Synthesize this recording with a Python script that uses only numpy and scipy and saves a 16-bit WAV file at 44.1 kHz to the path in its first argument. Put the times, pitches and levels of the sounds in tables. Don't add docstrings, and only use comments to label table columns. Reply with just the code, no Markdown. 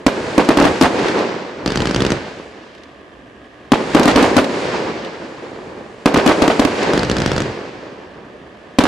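import sys
import numpy as np
from scipy import signal
from scipy.fft import rfft, irfft, next_fast_len
from scipy.io import wavfile
from scipy.ndimage import map_coordinates

SR = 44100
rng = np.random.default_rng(int(sys.argv[2]) if len(sys.argv) > 2 else 0)


def store_pcm(level_fs):
    pcm = np.round(np.clip(level_fs, -1, 1) * 32767).astype(np.int16)
    wavfile.write(sys.argv[1], SR, np.atleast_2d(pcm).T)


def how_loud(loudness_db):
    steps = np.asarray(loudness_db, float) / 20
    return 10 ** steps


N = 391166

# start_s, level_db, house_echo_db, left_over_right_db
SHELL_BURSTS = [(0.0648, 14.5, -11.5, -4), (0.3796, 11.5, -5, -9.5), (0.489, 10.5, -5, 4),
                (0.5722, 10.5, -4, -4), (0.5993, 10.5, -6, 7), (.624, 7, 1, -5), (0.652, 8, -3, 17),
                (0.8118, 14.5, -10, -1), (0.8231, 11, -2, 22), (0.8342, 2, -1, 1), (3.719, 11.5, -5, 6),
                (3.9483, 13, -5.5, 7), (3.9968, 8, -13, 4), (4.056, 9.5, 0.5, 10), (4.08, 12.5, -8, 4),
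                (4.1587, 17, -11, -7), (4.1793, 4, 3.5, -10), (4.2105, -3, 1, 4),
                (4.2263, 14.5, -7.5, -9.5), (4.3659, 18, -7.5, 19), (6.058, 13, -9.5, -1),
                (6.1431, 8, -0.5, -1), (6.1726, 7.5, -2.5, 5), (6.2626, 12.5, -10, -1),
                (6.2755, 7, -1.5, 26), (6.292, 6, -1.5, -6), (6.4204, 13, -9, 11), (6.478, 11, -4.5, 5),
                (6.5946, 14.5, -13, 4), (6.6499, 7, -9, -16), (8.7863, 17.5, -10.5, 6),
                (8.8373, 8.5, -2, -17)]
# near_echo_stretch (ratio), house_start_ms, long_copies_db
SHELL_PATHS = [(1, 14, -7), (1, 14, -4), (.92, 15, 0), (.9, 14, -4), (.95, 14, -1), (.92, 14, 0),
               (.92, 14, -1), (.9, 24, 0), (.95, 20, -2), (.95, 20, -3), (1.03, 15, 0), (.95, 14, 0),
               (.95, 15, 0), (1, 20, -1), (1, 14, -4), (1, 14, -5), (1, 14, -2), (1, 14, -4), (1, 14, -4),
               (1, 12, -3), (1, 14, -7), (1, 14, -5), (1, 14, -3), (1, 20, -5), (.9, 20, -2), (.95, 20, -2),
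               (.95, 14, -5), (.92, 22, -2), (1, 22, -5), (.95, 22, -3), (1.05, 15, -4), (.95, 16, -3)]
# delay_ms, level_db, push_ms
NEAR_COPIES = [
    (2.2, -4, 2.15),
    (6.45, -9, 1.6),
    (9.6, -21, 2),
]


def bursts():
    out, t = np.zeros((2, N + SR)), np.arange(SR // 14) / SR
    for (start_s, db, house_db, pan_db), (stretch, house_ms, long_db) in zip(SHELL_BURSTS, SHELL_PATHS):
        near = shock(t, push_ms=.58 * stretch, rise_ms=.012)
        near = near + how_loud(-8) * shock(t - stretch * .00195, push_ms=.3, rise_ms=.04)
        near = near + how_loud(-22 - 2 * long_db) * shock(t - stretch * .005, push_ms=.4, rise_ms=.1)
        for delay_ms, level_db, push_ms in NEAR_COPIES:
            level = how_loud(level_db + long_db + rng.normal(0, 1))
            half_cycles = (1000 * t / stretch - delay_ms) / (push_ms * rng.normal(1, .08))
            near = near + level * np.sin(np.pi * np.clip(half_cycles, 0, 2))
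        near = near + how_loud(-10) * grit(t - stretch * .0015, t60=.024, low_hz=500, top_hz=4000, rise_ms=.5)

        when, size, push, side = rng.random((4, 30, 1))
        facet_t = t - (house_ms + 30 * when ** 1.3) / 1000
        facets = size * how_loud(-10 * when) * shock(facet_t, push_ms=.22 + .28 * push, rise_ms=.12)
        house = np.array([np.sum(facets * how_loud(ear_db * side), axis=0) for ear_db in (-9, 1.2)])
        house = filtered(house, 1, [450, 4000], "band")
        house = house + how_loud(-11.5) * grit(t - house_ms / 1000, t60=.11, low_hz=880, top_hz=3470, rise_ms=8.9)
        add_at(out, start_s, how_loud(db) * (near * pan(pan_db) + how_loud(house_db) * house))
    return out[:, :N]


# start_s, level_db, wall_echo_db
LIFT_CHARGES = [(1.661, -0.5, -2), (1.7041, -5.5, 1.5), (1.7578, 0, -1), (1.8042, -4.5, 1.5),
                (1.856, -2, -0.5), (1.8952, -8, 6), (1.9464, -1.5, 2), (2.0054, -1.5, 2.5), (2.05, -1.5, 1),
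                (2.1044, -2, 4), (6.935, 0, -25.5), (6.9769, 0.5, -5.5), (7.0324, -1, -8), (7.0982, 0, 0),
                (7.1679, -2.5, -2), (7.2029, -4, 1), (7.2611, 2, -9.5), (7.3174, -2, -7.5),
                (7.3642, -3.5, 2.5), (7.4041, -3.5, -1)]
WALL_DELAYS = np.r_[np.linspace(16.1, 14.9, 10), np.linspace(16.4, 15.4, 10)]
# pitch_hz, level_db, t60_s
TUBE_RING = [
    (3300, -17, .01),
    (4700, -14, .009),
]


def lifts():
    out, t = np.zeros((2, N + SR)), np.arange(SR // 14) / SR
    for (start_s, db, wall_db), wall_ms in zip(LIFT_CHARGES, WALL_DELAYS):
        direct = (0, db - 0.5, .03, -14)
        reflected = (wall_ms / 1000, db + wall_db, .12, -11)
        for delay_s, level_db, rise_ms, fizz_db in (direct, reflected):
            u = np.maximum(t - delay_s, 0)
            crack = shock(u, push_ms=.5, rise_ms=rise_ms)
            crack = crack + how_loud(-3) * shock(u - .00062, push_ms=.6, rise_ms=rise_ms)
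            crack = crack + how_loud(-18) * shock(u - .003, push_ms=1.2, rise_ms=.4)
            ring = 0
            for hz, ring_db, t60 in TUBE_RING:
                decay = how_loud(ring_db + rng.normal(0, 2.9) - 60 * u / t60)
                ring = ring + decay * np.sin(2 * np.pi * hz * rng.normal(1, 0.15) * u)
            shove = how_loud(-3.5) * np.sin(2 * np.pi * 65 * u) * how_loud(-60 * u / 0.033)
            shove = shove + how_loud(-18.5) * np.sin(2 * np.pi * 120 * u) * how_loud(-60 * u / 0.095)
            fizz = how_loud(fizz_db) * grit(t - delay_s, t60=0.023, low_hz=980, top_hz=6100, rise_ms=0.23)
            add_at(out, start_s, how_loud(level_db) * (crack + ring + shove + fizz))
    return filtered(out[:, :N], 2, 8500, "low")


# start_s, level_db, pitch_hz, left_over_right_db
STAR_CRACKS = [(0.4474, -25, 3830, -1.0), (0.9916, -23, 3060, 1.0), (1.0833, -17.5, 3040, 6),
               (1.1894, -21, 3020, -0.5), (2.7494, -38, 3070, -0.5), (2.7801, -43, 3320, -0.5),
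               (2.8345, -38.5, 3400, -1.0), (4.0317, -18, 5170, 0), (4.1124, -17, 3460, -0.5),
               (4.344, -27, 3080, 5), (4.443, -19.5, 3590, 0.5), (5.047, -29, 2980, 7),
               (6.755, -26, 3320, 3), (6.83, -23.5, 4720, 5)]


def snaps():
    out, t = np.zeros((2, N + SR)), np.arange(SR // 40) / SR
    for start_s, db, hz, pan_db in STAR_CRACKS:
        crack = grit(t, t60=0.036, low_hz=0.36 * hz, top_hz=1.2 * hz, rise_ms=.15)
        add_at(out, start_s, how_loud(db + 8.5) * crack * pan(pan_db))
    return out[:, :N]


def shock(t, push_ms, rise_ms, suction=2.088):
    u = np.maximum(t, 0) * 1000 / push_ms
    rise = -np.expm1(-u * push_ms / rise_ms)
    return rise * (1 - u ** 1.5) * np.exp(-(u / suction) ** 2)


def grit(t, t60, low_hz, top_hz, rise_ms):
    a, b = rng.standard_normal((2, len(t)))
    splash = filtered([a + 0.3 * b, a - 0.75 * b], 2, [low_hz, top_hz], "band")
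    u = np.maximum(t, 0)
    return splash * how_loud(-60 * u / t60) * -np.expm1(-1000 * u / rise_ms)


# pitch_hz, t60_s
YARD_DECAY = [(100, 0.41), (500, 0.59), (3000, 0.087), (10000, 0.17)]


def yard(x, step):
    out = np.zeros((2, N + SR))
    for start in range(0, N, step):
        part = x[start:start + step]
        if np.abs(part).max() <= 1e-3:
            continue
        hz, t, z = signal.stft(rng.standard_normal((2, SR // 2)), SR, nperseg=256)
        decay = how_loud(-60 * t / along(YARD_DECAY, hz)[:, None])
        mid, side = signal.istft(z * decay, SR, nperseg=256)[1]
        side = filtered(side, 1, 700, "high")
        tail = np.array([mid + .7 * side, mid - 0.35 * side]) / np.linalg.norm(mid)
        wet = signal.fftconvolve(part[None], tail, axes=1)
        out[:, start + 500:][:, :wet.shape[1]] += wet
    return out[:, :N]


# start_s, body_db, bright_db, thump_db, hiss_db
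FAR_LEVELS = [
    [(0.0, -35, -49, -55, -60), (0.06, -42, -52, -48, -66)],
    [(0.07, -35, -47, -51, -66), (0.122, -22, -31.5, -48, -47), (0.24, -24, -32.5, -36, -46),
     (0.372, -23.5, -31, -41, -45)],
    [(0.385, -7, -35, -45, -53), (0.431, -19, -30, -46, -45), (0.541, -16, -28.5, -52, -47),
     (0.703, -15, -28, -24, -42), (0.805, -24.5, -30, -47, -45)],
    [(0.82, -17, -31, -41, -44), (1.052, -17.5, -25.5, -33.5, -43), (1.188, -15, -27, -41, -47),
     (1.348, -24.5, -33.5, -59, -66), (1.448, -27.5, -36.5, -55, -75), (1.655, -28, -41.5, -38, -68)],
    [(1.67, -20, -29, -49, -66), (1.72, -28, -32, -39, -59), (1.82, -17.5, -29, -19, -45),
     (1.84, -24.5, -31, -44, -47), (1.93, -24, -31, -33, -50), (2.0, -25, -30.5, -21, -48),
     (2.06, -21.5, -28, -30, -53), (2.14, -21, -30.5, -28, -52), (2.23, -29.5, -35.5, -42, -58),
     (2.47, -36, -44, -53, -60), (2.67, -40, -46.5, -57, -82), (2.89, -61, -53, -58, -81),
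     (3.28, -57, -63, -50, -73), (3.5, -65, -57, -56, -76), (3.71, -61, -55, -56, -73)],
    [(3.725, -37, -51, -56, -75), (3.773, -20, -31.5, -52, -47), (3.891, -22, -32, -38, -45),
     (3.942, -21.5, -27, -31, -44)],
    [(3.96, -13, -28, -42, -47), (4.0, -12.5, -26, -42, -48), (4.1, -15.5, -25, -37, -35),
     (4.16, -14, -24.5, -24, -48), (4.26, -13.5, -25.5, -32, -37), (4.38, -17, -28, -33, -46),
     (4.48, -21.5, -31, -41, -46), (4.62, -20, -28, -41, -43), (4.74, -18, -27, -40, -50),
     (4.88, -22, -32.5, -41, -53), (5.02, -25.5, -34.5, -54, -70), (5.16, -29.5, -39, -54, -61),
     (5.65, -31, -45, -43, -60), (5.82, -31.5, -47.5, -48, -62), (6.05, -43, -50, -52, -61)],
    [(6.065, -31, -49, -52, -66), (6.107, -19, -31, -45, -65), (6.227, -16.5, -29, -37, -46),
     (6.315, -15.5, -28, -52, -41), (6.701, -18.5, -28.5, -35, -45), (6.8, -18, -26.5, -41, -42)],
    [(6.82, -15.5, -23.5, -38, -45), (6.93, -14.5, -27, -34, -47)],
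    [(6.94, -14, -25, -43, -41), (6.986, -18.5, -28.5, -29, -45), (7.104, -22.5, -30, -25, -52),
     (7.206, -19.5, -29.5, -23, -48), (7.282, -22, -27, -22, -53), (7.37, -19.5, -30, -24, -49),
     (7.508, -26, -33.5, -33, -55), (7.596, -28.5, -37.5, -44, -64), (7.892, -34, -45, -51, -76),
     (8.19, -38.5, -53.5, -51, -83), (8.512, -43.5, -55.5, -54, -74), (8.78, -45, -54, -55, -73)],
    [(8.79, -43, -54, -54, -73), (8.87, -49, -52, -53, -73)],
]
# pitch_hz, level_db
BODY_SPECTRUM = [(53, -32), (90, -15.5), (188, -3.5), (388, 1.5), (526, -0.5), (695, -6.5), (944, -7),
                 (1300, -12.5), (2500, -23), (3250, -54), (5500, -120)]
# pitch_hz, level_db
BRIGHT_SPECTRUM = [(880, -44), (1500, 0), (2790, -5), (3340, -8.5), (4650, -10), (7500, -23.5), (9750, -37),
                   (16500, -120)]
# pitch_hz, level_db
THUMP_SPECTRUM = [(12, -69), (20, -29), (54, -20), (91, -16), (124, -13), (150, -15), (200, -46),
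                  (330, -120)]
# pitch_hz, level_db
HISS_SPECTRUM = [(4120, -14), (7000, -4.5), (10400, -16), (12600, -32), (13200, -58), (14000, -83)]
# pitch_hz, level_db
NIGHT_SPECTRUM = [(15, -54), (25, -28), (54, -5), (75, -2.5), (93, -14.5), (272, -0.5), (702, -7),
                  (862, -14), (1200, -9), (1370, -20), (1720, -8.5), (2120, -19), (3190, -20), (4120, -31),
                  (11500, -48.5), (15000, -75), (22000, -120)]


def roll():
    start_s, *levels_db = np.concatenate(FAR_LEVELS).T
    t = np.arange(N) / SR
    body, bright, thump, hiss = (how_loud(np.interp(t, start_s, db)) for db in levels_db)
    lumps_db = map_coordinates(rng.standard_normal(int(N * 28 / SR) + 4), [np.arange(N) * 28 / SR])
    body = body * how_loud(1.2 * lumps_db)
    bright = bright * how_loud(.6 * lumps_db)
    far = body * scatter(BODY_SPECTRUM, per_second=450, spread_db=6, smooth=1.)
    far = far + bright * scatter(BRIGHT_SPECTRUM, per_second=2500, spread_db=6, smooth=1.4)
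    far = far + thump * scatter(THUMP_SPECTRUM, per_second=100, spread_db=-12.5, smooth=1.4)
    far = far + hiss * scatter(HISS_SPECTRUM, per_second=3000, spread_db=4, smooth=1.5)
    night = how_loud(-40) * scatter(NIGHT_SPECTRUM, per_second=980, spread_db=-7.5, smooth=1.05)
    return far * pan(-.8) + night * pan(-1.6)


# pitch_hz, likeness (0 to 1)
EAR_LIKENESS = [(60, 0.88), (180, 0.97), (540, 0.85), (1640, 0.36), (4930, 0.57), (14900, 0.63)]


def scatter(spectrum, per_second, spread_db, smooth):
    sizes = how_loud(spread_db * rng.uniform(-0.41, 1, (2, N)))
    hits = (rng.random((2, N)) < per_second / SR) * sizes
    pair = unit(hits * np.sign(rng.standard_normal((2, N)))) + smooth * rng.standard_normal((2, N))
    m = next_fast_len(N + 8192)
    hz = np.fft.rfftfreq(m, 1 / SR)
    turn = np.arccos(np.clip(along(EAR_LIKENESS, hz), -1, 1)) / 2
    shares = [np.cos(turn), np.sin(turn)]
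    mid, side = irfft(rfft(pair, m) * how_loud(along(spectrum, hz)) * shares, m)[:, :N]
    return unit(np.array([mid + side, mid - side]))


def unit(x):
    return x / np.sqrt(np.mean(x ** 2) + 1e-20)


def along(points, hz):
    f, v = np.transpose(points)
    return np.interp(np.log(hz + 1), np.log(f + 1), v)


def filtered(x, order, hz, kind):
    return signal.lfilter(*signal.butter(order, hz, kind, fs=SR), x)


def pan(left_over_right_db):
    return how_loud([[left_over_right_db / 2], [-left_over_right_db / 2]])


def add_at(out, start_s, sound):
    out[:, round(start_s * SR):][:, :sound.shape[1]] += sound


def scene():
    shells, charges = bursts(), lifts()
    shell_send = how_loud(-21.5) * filtered(shells.mean(axis=0), 1, 350, "high")
    charge_send = how_loud(-13.5) * charges.mean(axis=0)
    echoes = yard(shell_send, step=SR // 2) + yard(charge_send, step=N)
    return shells + charges + echoes + snaps() + roll()


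def band_limit(x):
    return signal.sosfilt(signal.butter(12, 15460, fs=SR, output="sos"), x)


# start_s, level_db
INPUT_CEILING = [(0, 0), (.5, 0), (.56, -2.5), (.6, -3.5), (.7, -3.5), (.815, -1), (.835, -4), (1.5, 0),
                 (3.96, 0), (3.99, -3.5), (4.3, -3.5), (4.365, -2), (4.4, -3.5), (5.3, 0), (6.07, 0),
                 (6.13, -3), (6.34, -3), (6.42, -2), (6.47, -3.5), (6.59, -1.5), (6.64, -3.5), (6.9, 0),
                 (8.8, 0), (8.83, -5)]
# pitch_hz, level_db
MIC_RESPONSE = [(20, -2), (6000, 0), (9000, 0), (12000, -3.5), (13500, -6), (14500, -16), (15400, -26),
                (16000, -47)]


def record(dry):
    top = 0.94 * how_loud(np.interp(np.arange(N) / SR, *np.transpose(INPUT_CEILING)))
    x = dry / (1 + np.abs(dry / top) ** 6) ** (1 / 6)
    x = filtered(x, 2, 40, "high")
    m = next_fast_len(N + 8192)
    response = how_loud(along(MIC_RESPONSE, np.fft.rfftfreq(m, 1 / SR)))
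    x = irfft(rfft(x, m) * response, m)[:, :N]
    return band_limit(np.clip(x, -1, 1))


dry = scene()
out = record(dry)
store_pcm(out)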